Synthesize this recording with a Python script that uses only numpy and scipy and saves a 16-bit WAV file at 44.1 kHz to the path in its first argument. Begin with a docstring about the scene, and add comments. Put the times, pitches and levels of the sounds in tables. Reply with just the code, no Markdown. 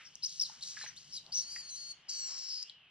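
"""Outdoors, over a low rumble, a hush and far insects, a young macaque squeaks and rasps on a stone ledge.
Soft ticks, smacks and scuffs of its hands and feet fall in between. Then it gives two long cries,
first a thin clear one, then a hoarse one, and at the end a far animal whistles.
Squeaks and cries are a buzzing voice box shaped by throat and mouth; the rasp is only hissing air.
Two closely spaced microphones hear the monkey from one side, with short echoes off the stone."""
import sys
import numpy as np
from scipy import signal
from scipy.fft import rfft, irfft
from scipy.io import wavfile
from scipy.ndimage import uniform_filter1d, map_coordinates

SR = 44100
rng = np.random.default_rng(int(sys.argv[2]) if len(sys.argv) > 2 else 0)


def to_wav(sig):
    """Store sig (one row per channel, or 1-D mono) as 16-bit WAV at the path in sys.argv[1].

    Samples outside -1..1 are clipped; the rate is SR.
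    """
    pcm = np.clip(np.atleast_2d(sig), -1, 1) * 32767
    pcm = np.round(pcm).astype(np.int16)
    wavfile.write(sys.argv[1], SR, pcm.T)  # frames by channels


N = 127890
T = np.arange(N) / SR
HZ = np.maximum(np.fft.rfftfreq(2 * N, 1 / SR), 1)
CUTOFF_HZ = 15700


def from_db(db):
    """Turn decibels into a number to multiply by."""
    return 10 ** (np.asarray(db) / 20)


def rms_one(x):
    """Scale a signal so that its average strength (rms) is 1."""
    return x / np.sqrt(np.mean(x ** 2) + 1e-20)


def in_time(rows):
    """Join a table's rows with straight lines: one curve for each column after the time."""
    times, *columns = np.transpose(rows)
    return [np.interp(T, times, column) for column in columns]


def at_hz(points, hz, column=1):
    """Read a table between its frequencies, giving every octave equal room."""
    table = np.array(points)
    return np.interp(np.log(hz), np.log(table[:, 0]), table[:, column])


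def shaped(x, response):
    """Filter a sound: multiply each frequency by its own gain."""
    return irfft(rfft(x, 2 * N) * response)[..., :N]


def noise(colour):
    """Noise of strength 1; its colour is a table of the level at each frequency."""
    return rms_one(shaped(rng.standard_normal(N), from_db(at_hz(colour, HZ))))


def drift(hz):
    """A random wobble of strength 1, mostly slower than hz."""
    return rms_one(shaped(rng.standard_normal(N), 1 / (1 + (HZ / hz) ** 2)))


def resonate(x, hz, width_hz):
    """A resonance: it passes sound near hz and weakens the rest."""
    r = np.exp(-np.pi * width_hz / SR)
    feed = np.array([1, 0, -1]) * (1 - r * r) / 2
    feedback = [1, -2 * r * np.cos(2 * np.pi * hz / SR), r * r]
    return signal.lfilter(feed, feedback, x + 1e-18)


def rumble():
    """A far, low rumble that slowly swells and fades."""
    # Loudness of the rumble: t/s, level/dB
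    swell = [(0, -76), (1.3, -69.5), (2.0, -81)]
    # Colour of the rumble: f/Hz, level/dB
    colour = [(50, -13), (150, 1), (190, -2.5), (300, -15.5), (2000, -31.5)]
    return from_db(in_time(swell)[0]) * noise(colour)


def outdoors(insect_hz=2994, insect_width_hz=450, insect_db=-67.5):
    """The open-air hush ebbs and swells; far insects add a steady, narrow band of hiss."""
    # Loudness of the hush: t/s, level/dB
    swell = [(0, -70), (.33, -77), (.65, -68.5), (1.25, -76), (1.62, -65.5), (1.77, -72.5), (2.32, -64.5),
             (2.62, -72.5)]
    # Colour of the hush: f/Hz, level/dB
    colour = [(350, -5), (900, -1), (2300, 3), (4000, -8.5), (9000, -37), (15500, -83)]
    insects = resonate(rng.standard_normal(N), insect_hz, insect_width_hz)
    insects = rms_one(resonate(insects, insect_hz, 2 * insect_width_hz))
    return from_db(in_time(swell)[0]) * noise(colour) + from_db(insect_db) * insects


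def whistle():
    """A far animal's pure note, blurred because it arrives along many paths."""
    # Course of the whistle: t/s, pitch/Hz, level/dB
    course = [(2.635, 2712, -69.5), (2.67, 2860, -57), (2.70, 3263, -52.5), (2.735, 3040, -63.5),
              (2.9, 2453, -72)]
    pitch, db = in_time(course)
    blur = drift(130) + 1j * drift(130)  # wobbles both level and phase
    note = np.exp(2j * np.pi * np.cumsum(pitch) / SR)
    return from_db(db) * (T > course[0][0]) * np.imag(blur * note)


def scuffs():
    """Hands and feet shift on the stone, each time making a grainy swell of noise."""
    # Rubs on the stone: middle/s, length/s, centre/Hz, level/dB
    rubs = [(.01, 0.078, 1770, -57), (0.535, 0.086, 1160, -66.5), (0.849, .1, 1905, -55),
            (1.288, 0.056, 657.5, -66), (2.334, 0.082, 1001, -65)]
    grain = rng.standard_normal(N) * from_db(1.45 * drift(80))
    out = 0
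    for middle, length, hz, db in rubs:
        band = resonate(resonate(grain, hz, 0.74 * hz), hz, 2 * hz)
        swell = np.exp(-2 * ((T - middle) / length) ** 2)
        out = out + from_db(db) * swell * rms_one(band)
    return out


def noise_bursts(rows, width):
    """Quickly dying bursts of noise, each in a band whose width is a share of its centre frequency."""
    out = 0
    for start, hz, db, decay in rows:
        burst = rng.standard_normal(N) * (T >= start) * np.exp(-np.abs(T - start) / decay)
        band = resonate(resonate(burst, hz, hz), hz, width * hz)
        length_scale = np.sqrt(decay * SR / 2 / N)  # so db sets the burst's start, not its average
        out = out + from_db(db) * rms_one(band) * length_scale
    return out


def ticks():
    """Tiny sharp ticks: noise that rings for a moment in a narrow band."""
    # One row a tick: t/s, centre/Hz, level/dB, decay/s
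    clicks = [(.1545, 5900, -34, 0.00091), (1.2645, 4080, -42, 0.0011), (2.627, 5190, -32, 0.0031),
              (2.6975, 3710, -35.5, 0.00091)]
    return noise_bursts(clicks, width=0.13)


def smacks(attack_s=0.00083, noise_db=-2):
    """Soft pops: a small hollow space rings briefly, with some noise."""
    # One row a smack: t/s, centre/Hz, level/dB, decay/s
    pops = [(.497, 908, -49, 0.0021), (0.767, 1710, -43, .012), (.811, 1775, -44, 0.0069),
            (.838, 846, -49, 0.0052), (0.862, 1887, -43.5, 0.0041), (1.561, 1880, -41, 0.0046)]
    rings = 0
    for start, hz, db, decay in pops:
        age = T - start
        envelope = np.clip(age / attack_s, 0, 1) * np.exp(-np.abs(age) / decay)
        rings = rings + from_db(db) * envelope * np.sqrt(2) * np.sin(2 * np.pi * hz * age)
    return rings + from_db(noise_db) * noise_bursts(pops, width=0.26)


def rasp(flutter_db=1.5, flutter_hz=161):
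    """Air hisses and flutters through the monkey's mouth, with no voice in it."""
    # Loudness of the hiss: t/s, level/dB
    effort = [(0, -65.5), (.215, -66.5), (.295, -46), (.345, -49.5), (.47, -49.5), (.615, -60.5),
              (.626, -44), (.69, -43), (.755, -50), (.81, -45.5), (.86, -50), (.95, -65), (.985, -56),
              (1.09, -59.5), (1.17, -46), (1.21, -66), (1.31, -64.5), (2.6, -86), (2.675, -61.5),
              (2.76, -91)]
    # Colour of the hiss: f/Hz, level/dB
    colour = [(2200, -21), (3400, -6.5), (4000, 1.5), (5700, 3.5), (6800, -2.5), (8300, -12),
              (11000, -21.5), (15500, -46)]
    return from_db(in_time(effort)[0] + flutter_db * drift(flutter_hz)) * noise(colour)


def voice(pitch, gain, rough, throat, air_db, harmonics, mouth=1):
    """An unsteady voice box and rushing air sound through the throat; mouth shifts its resonances."""
    lowest_hz, fray_above_hz, smear_hz = 2600, 5800, 260
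    hold_s, flutter_db = 0.0044, 3
    rough = np.clip(rough, 0, 1)  # 0 is clear, 1 is fully rough
    jitter = 0.035 * rough * drift(250)
    waver = 0.007 * drift(90)
    phase = 2 * np.pi * np.cumsum(pitch * (1 + jitter + waver)) / SR
    # Harmonics are tones at whole multiples of the pitch; the throat sets their strengths.
    k = np.arange(1, harmonics + 1)[:, None]
    in_range = (k * pitch > lowest_hz) * (k * pitch < CUTOFF_HZ)
    strengths = from_db(at_hz(throat, k * pitch / mouth)) * in_range
    # Roughness smears each harmonic into a band of noise, the high ones most.
    fraying = np.maximum(k * pitch.mean() / fray_above_hz, 1) ** 2
    widths_hz = smear_hz * np.sqrt(fraying[:, 0])
    smear = np.array([drift(hz) + 1j * drift(hz) for hz in widths_hz]) / np.sqrt(2)
    noisy = np.minimum(rough * fraying, 1)
    waves = np.imag((np.sqrt(1 - noisy ** 2) + noisy * smear) * np.exp(1j * k * phase))
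    tone = (strengths * waves).sum(0) / np.sqrt((strengths ** 2).sum(0) / 2)
    # Reading the air noise faster or slower shifts its resonances too.
    air = map_coordinates(noise(throat), [np.cumsum(mouth * np.ones(N))], order=5, mode="wrap")
    sound = tone + from_db(air_db) * rough * air
    # A strained voice holds its level: even it out, then add a fast flutter.
    even = sound / np.sqrt(uniform_filter1d(sound ** 2, int(hold_s * SR)) + 1e-12)
    return gain * even * from_db(flutter_db * rough * np.tanh(drift(210)))


def squeaks():
    """Short bursts of voice that slide in pitch, each with a rounded rise and fall."""
    # One row a squeak: t/s, length/s, first pitch/Hz, last pitch/Hz, level/dB, roughness
    calls = [(.045, .048, 5755, 5040, -53, 1.07), (.222, 0.019, 4307, 3685, -43, 0.46),
             (.230, 0.026, 4900, 5300, -30, 0.96), (.257, 0.016, 6310, 5010, -33, 0.49),
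             (.396, 0.0083, 5600, 4772, -27, 0.37), (.408, 0.021, 5500, 5250, -27, 0.77),
             (.428, 0.012, 5230, 4750, -30.5, 0.52), (.444, .025, 4700, 3700, -40.5, 0.74),
             (.608, 0.016, 3230, 4744, -48.5, 0.7), (.623, 0.017, 4310, 3670, -37.5, 0.68),
             (.815, 0.032, 4376, 3840, -44, 0.5), (.868, 0.036, 6120, 5810, -45.5, 0.44),
             (.962, 0.028, 3300, 4900, -47.5, 0.41), (1.124, 0.066, 5340, 4710, -39.5, 0.84),
             (1.165, .023, 4365, 3700, -39, 0.26), (1.320, 0.024, 4430, 5440, -35.5, 0.72),
             (1.335, 0.083, 5700, 5800, -31, 0.77)]
    # Colour of throat and mouth: f/Hz, level/dB
    throat = [(400, 9), (2300, -25), (3900, -9), (5200, -3), (6700, -10.5), (7500, -22), (9000, -32),
              (10300, -24), (12800, -46), (15300, -42)]
    pitch, gain, rough = np.full(N, calls[0][2], float), np.zeros(N), np.zeros(N)
    for start, length, from_hz, to_hz, db, roughness in calls:
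        progress = np.clip((T - start) / length, 0, 1)
        burst = from_db(db) * np.sqrt(4 * progress * (1 - progress))
        slide = from_hz + (to_hz - from_hz) * progress
        louder = burst > gain  # where squeaks overlap, the louder one wins
        pitch[louder], gain[louder], rough[louder] = slide[louder], burst[louder], roughness
    return voice(pitch, gain, rough, throat, air_db=-4, harmonics=4)


def cry(course, throat, air_db, follow):
    """One long call; follow sets how much the mouth's resonances move with the pitch."""
    pitch, db, rough = in_time(course)
    mouth = (pitch / np.mean([row[1] for row in course])) ** follow
    gain = from_db(db) * (T > course[0][0]) * (T < course[-1][0])
    return voice(pitch, gain, rough, throat, air_db, harmonics=12, mouth=mouth)


def thin_cry():
    """A high, thin cry through a mouth that keeps its shape."""
    # Course of the cry: t/s, pitch/Hz, level/dB, roughness
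    course = [(1.375, 2170, -50, 0.92), (1.420, 2190, -43, 0.94), (1.462, 2184, -47.5, 0.15),
              (1.516, 2381, -43, 0.5), (1.611, 2360, -43, 0.23), (1.622, 2183, -50.5, 0.26),
              (1.685, 2185, -47.5, 0.27), (1.693, 2190, -43.5, 0.72), (1.712, 2070, -44.5, 0.07),
              (1.750, 2000, -43, 0.13), (1.775, 2208, -44.5, 0.44), (1.802, 2178, -44, 0.29),
              (1.897, 2226, -45, 0.19), (1.917, 2194, -39, .1), (1.933, 2090, -65.5, .2)]
    # Colour of throat and mouth: f/Hz, level/dB
    throat = [(3400, -38.5), (4050, -7), (4400, 6.5), (5000, 0.5), (5900, 2), (6600, -2.5), (7300, -14),
              (8500, -9.5), (11000, -24), (15500, -52)]
    return cry(course, throat, air_db=4.5, follow=0)


def hoarse_cry():
    """A lower, rougher cry; the mouth's resonances sink as the pitch falls."""
    # Course of the cry: t/s, pitch/Hz, level/dB, roughness
    course = [(2.084, 1271, -54, 0.57), (2.093, 1415, -35.5, 0.71), (2.108, 1551, -39.5, 0.82),
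              (2.16, 1490, -39, 0.46), (2.262, 1429, -39, 0.14), (2.300, 1427, -41.5, 0.91),
              (2.475, 1348, -42.5, 0.53), (2.520, 1291, -37.5, 0.83), (2.637, 1225, -44, 0.66),
              (2.644, 1252, -74, 0.49)]
    # Colour of throat and mouth: f/Hz, level/dB
    throat = [(3600, -19), (4400, 0), (5250, 9.5), (5750, -2), (6400, -15.5), (7100, -2.5), (7550, -33),
              (8600, -50), (10200, -21.5), (11100, -25.5), (11850, -38), (13200, -65), (15000, -40)]
    return cry(course, throat, air_db=1.5, follow=0.37)


def walls(x, level_db=-7.5, fade_s=0.27, delay_s=0.0038, dull_above_hz=5100):
    """The stonework scatters the sound into dull echoes, different at each microphone."""
    tail = rng.standard_normal((2, N)) * from_db(-60 * T / fade_s) * (T > delay_s)
    tail = rms_one(tail) / np.sqrt(N)
    response = rfft(tail, 2 * N) / np.sqrt(1 + (HZ / dull_above_hz) ** 4)
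    return from_db(level_db) * shaped(x, response)


def microphones(x):
    """Sound from one side reaches the two microphones out of step and unequally loud."""
    # Left microphone compared with the right: f/Hz, phase lead/rad, level/dB
    balance = [(3100, 0, 1), (4300, -1.1, 3), (5200, -1.95, 5.6), (6000, -2.15, 3.3), (7500, -2.65, 1.5)]
    half = np.exp(.5j * at_hz(balance, HZ)) * from_db(at_hz(balance, HZ, column=2) / 2)
    return shaped(x, np.array([half, 1 / half]))


def scene():
    """The monkey close by, its echoes and the open air, as left and right channels."""
    calls = squeaks() + thin_cry() + hoarse_cry() + rasp()
    # The calls are thinned out below about 4 kHz.
    calls = signal.sosfilt(signal.butter(2, 4000, "high", fs=SR, output="sos"), calls)
    sources = calls + ticks() + scuffs() + whistle()
    pops = smacks()
    sides = np.array([[1], [-1]])  # left, right
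    direct = microphones(sources + outdoors() + rumble())
    direct += pops * from_db(-2 * sides)  # the smacks lean to the right
    echoes = walls(sources + pops)
    wide_air = from_db(-8) * outdoors() * sides
    return direct + echoes + wide_air


def record(dry):
    """Cut off the highest treble steeply."""
    return shaped(dry, 1 / np.sqrt(1 + (HZ / CUTOFF_HZ) ** 200))


dry = scene()
out = record(dry)
to_wav(out)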